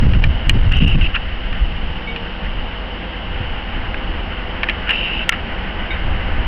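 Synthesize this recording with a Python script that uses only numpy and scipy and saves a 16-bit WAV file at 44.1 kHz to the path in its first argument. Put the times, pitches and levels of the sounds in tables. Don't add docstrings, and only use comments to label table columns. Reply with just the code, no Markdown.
import sys
import numpy as np
from scipy import signal
from scipy.fft import rfft, irfft
from scipy.io import wavfile
from scipy.ndimage import uniform_filter1d

SR = 44100
rng = np.random.default_rng(int(sys.argv[2]) if len(sys.argv) > 2 else 0)


def wrap_up_sound(samples):
    columns = np.atleast_2d(samples).T
    tamed = np.clip(columns, -1, 1)
    steps = np.round(tamed * 32767).astype(np.int16)
    wavfile.write(sys.argv[1], SR, steps)


N = 285327
T, HZ = np.arange(N) / SR, np.fft.rfftfreq(N, 1 / SR)

# f/Hz, level/dB
HISS_SPECTRUM = [(500, -17.5), (2000, -9), (2450, -10.5), (2750, -1), (2980, 1.5), (3150, -4.5),
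                 (3400, -14), (3700, -17), (4000, -22.5), (4500, -23.5), (5200, -28.5), (6000, -34.5)]
GEAR_SPECTRUM = [(1500, -25), (2380, -14.5), (2560, -8.5), (2720, 0.5), (2900, -2), (3080, -7),
                 (3350, -27.5), (3800, -25.5), (4200, -42.5), (5000, -38), (6000, -51)]
SCRAPE_SPECTRUM = [(600, -49), (1250, 3), (1800, 6), (2300, -3), (2850, 12.5), (3300, -22), (4200, -34.5),
                   (6000, -39)]
# the first zoom, briefly dropping out near 0.95 s, then the second
# t/s, length/s, level/dB
WHIR_STRETCHES = [(0.718, 0.24, -21.5), (1.004, .07, -21.5), (4.886, .355, -21)]
# t/s, length/s, level/dB
LEVER_SLIDES = [(0.135, 0.028, -28), (0.706, 0.036, -19.5), (1.139, 0.044, -16.5), (4.863, 0.078, -18.5),
                (5.317, 0.036, -19)]
# t/s, length/s, level/dB, upper tone against lower/dB, roughness/rad
ACTUATOR_BUZZES = [(2.07, 0.03, -27, -16.5, 0.17), (5.904, 0.0078, -23, -8.5, 0.76)]
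# t/s, level/dB, factor on the shell's pitch, brightness/(dB per octave)
LEVER_CLICKS = [(0.135, -9, 1.006, -4), (0.2396, -2, 0.97, 4), (0.4951, 7.5, 1.02, 8),
                (0.7233, -5.5, 1.1, 7), (1.0116, -13, 0.85, 7), (1.1526, -12, 1.03, 0),
                (1.1582, -6.5, 0.98, -3), (1.528, -13.5, 0.97, -16), (2.1615, -9, 1.02, 9),
                (3.9435, -12.5, 0.88, -4), (4.6323, 0, 0.95, -7), (4.6395, -8, .87, -1),
                (4.6873, -2, 1.01, -9), (4.6964, 0, 0.947, 2), (4.893, -7, 1, 4), (4.9069, -2, 0.98, 7),
                (5.292, 8, 1.13, -3), (5.294, 12, 0.74, -1), (5.3236, -7, 0.86, 14)]
# f/Hz, level/dB, t60/s
SHELL_MODES = [(1260, -22, 0.015), (1853, -8, 0.025), (2480, 2.5, 0.0082), (2807, -5, 0.014),
               (3970, -14.5, 0.0075)]

# f/Hz, level/dB
RUMBLE_SPECTRUM = [(4, -4.5), (12, -1.5), (28, 4.5), (50, -6.5), (70, -4.5), (100, -18.5), (160, -39),
                   (400, -64.5)]
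FLUTTER_SPECTRUM = [(30, -30.5), (70, 1), (100, 1), (150, -4.5), (220, -11.5), (330, -21.5), (500, -28),
                    (1000, -45), (3000, -71)]
BUFFET_SPECTRUM = [(50, -17.5), (110, -1), (220, -3), (340, -15.5), (520, -26), (1000, -44), (3000, -60)]
# t/s, level/dB
BREEZE_LEVELS = [(1.3, -22.5), (3, -33.5), (4.3, -27.5), (5.4, -27.5), (6.47, -19.5)]
# t/s, length/s, level/dB
WIND_GUSTS = [(-.05, 0.34, -8), (0.457, 0.58, -9.5), (1.437, 0.48, -20.5), (2.423, 0.21, -22),
              (3.263, 0.31, -24), (3.727, 0.15, -21.5), (3.923, 0.32, -27.5), (6.03, 0.11, -17.5),
              (6.306, 0.089, -17.5)]
WIND_BUFFETS = [(0.015, 0.055, -13.5), (0.269, 0.019, -21), (0.55, 0.024, -13.5), (0.805, 0.06, -13.5),
                (0.932, .06, -16.5), (3.391, 0.019, -25)]
# t/s, level/dB, f/Hz
EDDY_THUMPS = [(0.132, -5.5, 86), (0.57, -7.5, 32), (0.675, -5, 86), (1.629, -4, 42), (3.303, -16, 45),
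               (3.411, -15, 105), (4.091, -16, 35)]

# f/Hz, level/dB
WAKE_SPECTRUM = [(300, -31.5), (700, -19), (1150, -5.5), (1350, -2.5), (1520, 3.5), (1680, 0.5),
                 (1830, 1.5), (2050, 2), (2400, -3.5), (3000, -2), (3600, -25.5), (4500, -37)]
HUM_SPECTRUM = [(130, -30.5), (160, -1), (178, 5.5), (198, 4.5), (225, -8), (260, -40)]
ROAR_SPECTRUM = [(25, -3), (80, 10), (140, -5.5), (230, -1.5), (300, -4), (430, -6.5), (650, -5),
                 (850, -3.5), (1150, -7), (1600, -12), (3000, -49.5)]
# t/s, roar level/dB, wake level/dB
FERRY_LEVELS = [(0, -30, -35), (1.4, -34, -36.5), (2.8, -31.5, -37), (4.1, -30, -33.5), (5.4, -30, -33.3),
                (6.47, -28, -30.5)]
# t/s, length/s, level/dB
HUM_SWELLS = [(1.794, 0.67, -39), (5.45, 0.17, -46)]
# f/Hz, level/dB
ENGINE_TONES = [(46.5, -27.5), (175.5, -45), (258.5, -43.5), (856, -51)]
# f/Hz, width/Hz, level over the roar/dB
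HULL_RESONANCES = [(175, 21, 8), (186.4, 3.6, 11.5), (223.6, 21, 6.5), (253, 1.5, 8.5), (329, 29, 6.5),
                   (402, 10, 7), (477, 20, 1), (510.6, 60, 6), (640, 21, 5), (694, 31, 2), (787, 30, 3),
                   (848, 9.6, 3)]


def gain_of(db):
    return 10 ** (np.asarray(db) / 20)


def unit_power(x):
    return x / np.sqrt(np.mean(x ** 2) + 1e-20)


def shape(spectrum):
    hz, db = np.transpose(spectrum)
    return gain_of(np.interp(np.log(HZ + 1), np.log(hz), db))


def curve(rows, column=1):
    rows = np.array(rows)
    return np.interp(T, rows[:, 0], rows[:, column])


def noise(gain):
    return unit_power(irfft(rfft(rng.standard_normal(N)) * gain, N))


def drift(hz):
    return noise(1 / (1 + (HZ / hz) ** 4))


def steady_noise(spectrum, window_s=0.09):
    x = noise(shape(spectrum))
    return x / np.sqrt(uniform_filter1d(x ** 2, int(window_s * SR)) + 0.1)


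def envelope(start, length, rise_s, fall_s):
    return np.clip((T - start) / rise_s, 0, 1) * np.exp(-np.maximum(T - start - length, 0) / fall_s)


def swells(rows, rise_s, fall_s):
    return sum(gain_of(db) * envelope(start, length, rise_s, fall_s) for start, length, db in rows)


def lowpass(x, hz):
    return signal.oaconvolve(x, signal.firwin(161, hz, window=("kaiser", 9), fs=SR), "same")


def camera_hiss(level_db=-34.5):
    return gain_of(level_db) * noise(shape(HISS_SPECTRUM))


def lens_motor(rasp_db=1.3, sag_db_per_s=7.5):
    gears = steady_noise(GEAR_SPECTRUM, window_s=0.029) * gain_of(rasp_db * drift(60))
    out = np.zeros(N)
    for start, length, db in WHIR_STRETCHES:
        sag_db = sag_db_per_s * np.clip(T - start, 0, length)
        out += gears * envelope(start, length, rise_s=0.008, fall_s=0.002) * gain_of(db - sag_db)
    return out


def lens_actuator(tones_hz=(2246, 3690), trim_db=2, t60_s=0.15):
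    out = np.zeros(N)
    for start, length, db, upper_db, roughness in ACTUATOR_BUZZES:
        lower, upper = (np.sin(2 * np.pi * hz * T + roughness * drift(170)) for hz in tones_hz)
        burst = envelope(start, length, rise_s=0.004, fall_s=t60_s / np.log(1000))
        out += gain_of(db + trim_db) * burst * (lower + gain_of(upper_db) * upper)
    return out


def lever_scrape(trim_db=-1, grain_db=2.8):
    scrape = noise(shape(SCRAPE_SPECTRUM)) * unit_power(gain_of(grain_db * drift(250)))
    return scrape * sum(gain_of(db + trim_db) * np.sin(np.pi * np.clip((T - start) / length, 0, 1))
                        for start, length, db in LEVER_SLIDES)


def lever_clicks(trim_db=-3, rattle_s=0.0033, rise_s=0.0003, crack_s=0.00065,
                 knock_hz=850, knock_s=0.00097):
    out, t = np.zeros(N), np.arange(2048) / SR
    shell_band = signal.butter(4, [900, 4000], "band", fs=SR, output="sos")
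    knock = gain_of(-15) * np.sin(2 * np.pi * knock_hz * t) * np.exp(-t / knock_s)
    for start, db, pitch, brightness in LEVER_CLICKS:
        grit = rng.standard_normal(len(t))
        blow = (t == 0) + 0.11 * grit * np.exp(-t / rattle_s)
        modes = np.zeros(len(t))
        for hz, mode_db, t60 in SHELL_MODES:
            tilt_db = brightness * np.log2(min(hz, 3300) / 2480)
            modes += gain_of(mode_db + tilt_db - 60 * t / t60) * np.sin(2 * np.pi * hz * pitch * t)
        modes *= 1 - np.exp(-t / rise_s)
        ring = signal.sosfilt(shell_band, signal.fftconvolve(blow, modes)[:len(t)])
        crack = gain_of(-19) * grit * (t / crack_s) * np.exp(1 - t / crack_s)
        first = round(start * SR)
        out[first:first + len(t)] += gain_of(db + trim_db) * (ring + crack + knock)
    return out


def microphone_wind(flutter_db=-7, flutter_growth=1.31, flicker_db=3):
    gusts = swells(WIND_GUSTS, rise_s=0.014, fall_s=0.05)
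    force = np.hypot(gain_of(curve(BREEZE_LEVELS)), gusts)
    rumble = steady_noise(RUMBLE_SPECTRUM) * force
    flutter = steady_noise(FLUTTER_SPECTRUM) * force ** flutter_growth
    flutter *= gain_of(flutter_db + flicker_db * np.tanh(drift(13)))
    buffets = steady_noise(BUFFET_SPECTRUM, window_s=0.058)
    buffets *= swells(WIND_BUFFETS, rise_s=0.014, fall_s=0.0027)
    thumps = np.zeros(N)
    for centre, db, hz in EDDY_THUMPS:
        turns = (T - centre) * hz
        thumps += gain_of(db) * np.exp(-2 * turns ** 2) * np.cos(2 * np.pi * turns)
    return rumble + flutter + buffets + thumps


def machinery_whine(start_s=1.8, from_hz=464, to_hz=523.4, climb_s=2.4, upper_ratio=1.9, level_db=-39.5):
    pitch = to_hz + (from_hz - to_hz) * np.exp(-np.maximum(T - start_s, 0) / climb_s)
    phase = 2 * np.pi * np.cumsum(pitch * (1 + 0.01314 * drift(14))) / SR
    shafts = np.sin(phase) + gain_of(-6) * np.sin(upper_ratio * phase)
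    fading = gain_of(level_db + 3 * drift(4.1))
    return shafts * fading * envelope(start_s, length=0.95, rise_s=0.11, fall_s=1)


def ferry_wake(churn_db=1.43):
    return noise(shape(WAKE_SPECTRUM)) * gain_of(curve(FERRY_LEVELS, column=2) + churn_db * drift(15))


def ferry_engines(roar_trim_db=1, hum_db=-43, wander_turns=0.05):
    resonance_power = 1 + sum(gain_of(db) ** 2 / (1 + (2 * (HZ - hz) / width) ** 2) ** 2
                              for hz, width, db in HULL_RESONANCES)
    roar = noise(shape(ROAR_SPECTRUM) * np.sqrt(resonance_power))
    roar *= gain_of(curve(FERRY_LEVELS) + roar_trim_db)
    hum = noise(shape(HUM_SPECTRUM)) * (gain_of(hum_db) + swells(HUM_SWELLS, rise_s=0.18, fall_s=0.15))
    tones = sum(gain_of(db) * np.sin(2 * np.pi * (hz * T + wander_turns * drift(6.6)))
                for hz, db in ENGINE_TONES)
    return roar + hum + tones


def scene():
    camera = camera_hiss() + lens_motor() + lens_actuator() + lever_scrape() + lever_clicks()
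    return (camera + microphone_wind() + machinery_whine() + ferry_wake() + ferry_engines())[None]


def record(dry, band_hz=5650, knee_db=-7, recover_db_per_s=430, attack_s=0.0016, squeeze=1.9,
           ceiling=0.74, hardness=12, edge_hz=15900):
    x = lowpass(dry[0], band_hz)
    pole = np.exp(-1 / (attack_s * SR))
    smoother = [1 - pole], [1, -pole]
    power_db = 10 * np.log10(signal.lfilter(*smoother, x ** 2) + 1e-12)
    recovery_db = T * recover_db_per_s
    held_db = np.maximum.accumulate(power_db + recovery_db) - recovery_db
    over_db = np.maximum(held_db - knee_db, 0)
    x = x / gain_of(squeeze * signal.lfilter(*smoother, over_db))
    x = x / (1 + abs(x / ceiling) ** hardness) ** (1 / hardness)
    return lowpass(x, edge_hz)[None]


dry = scene()
out = record(dry)
wrap_up_sound(out)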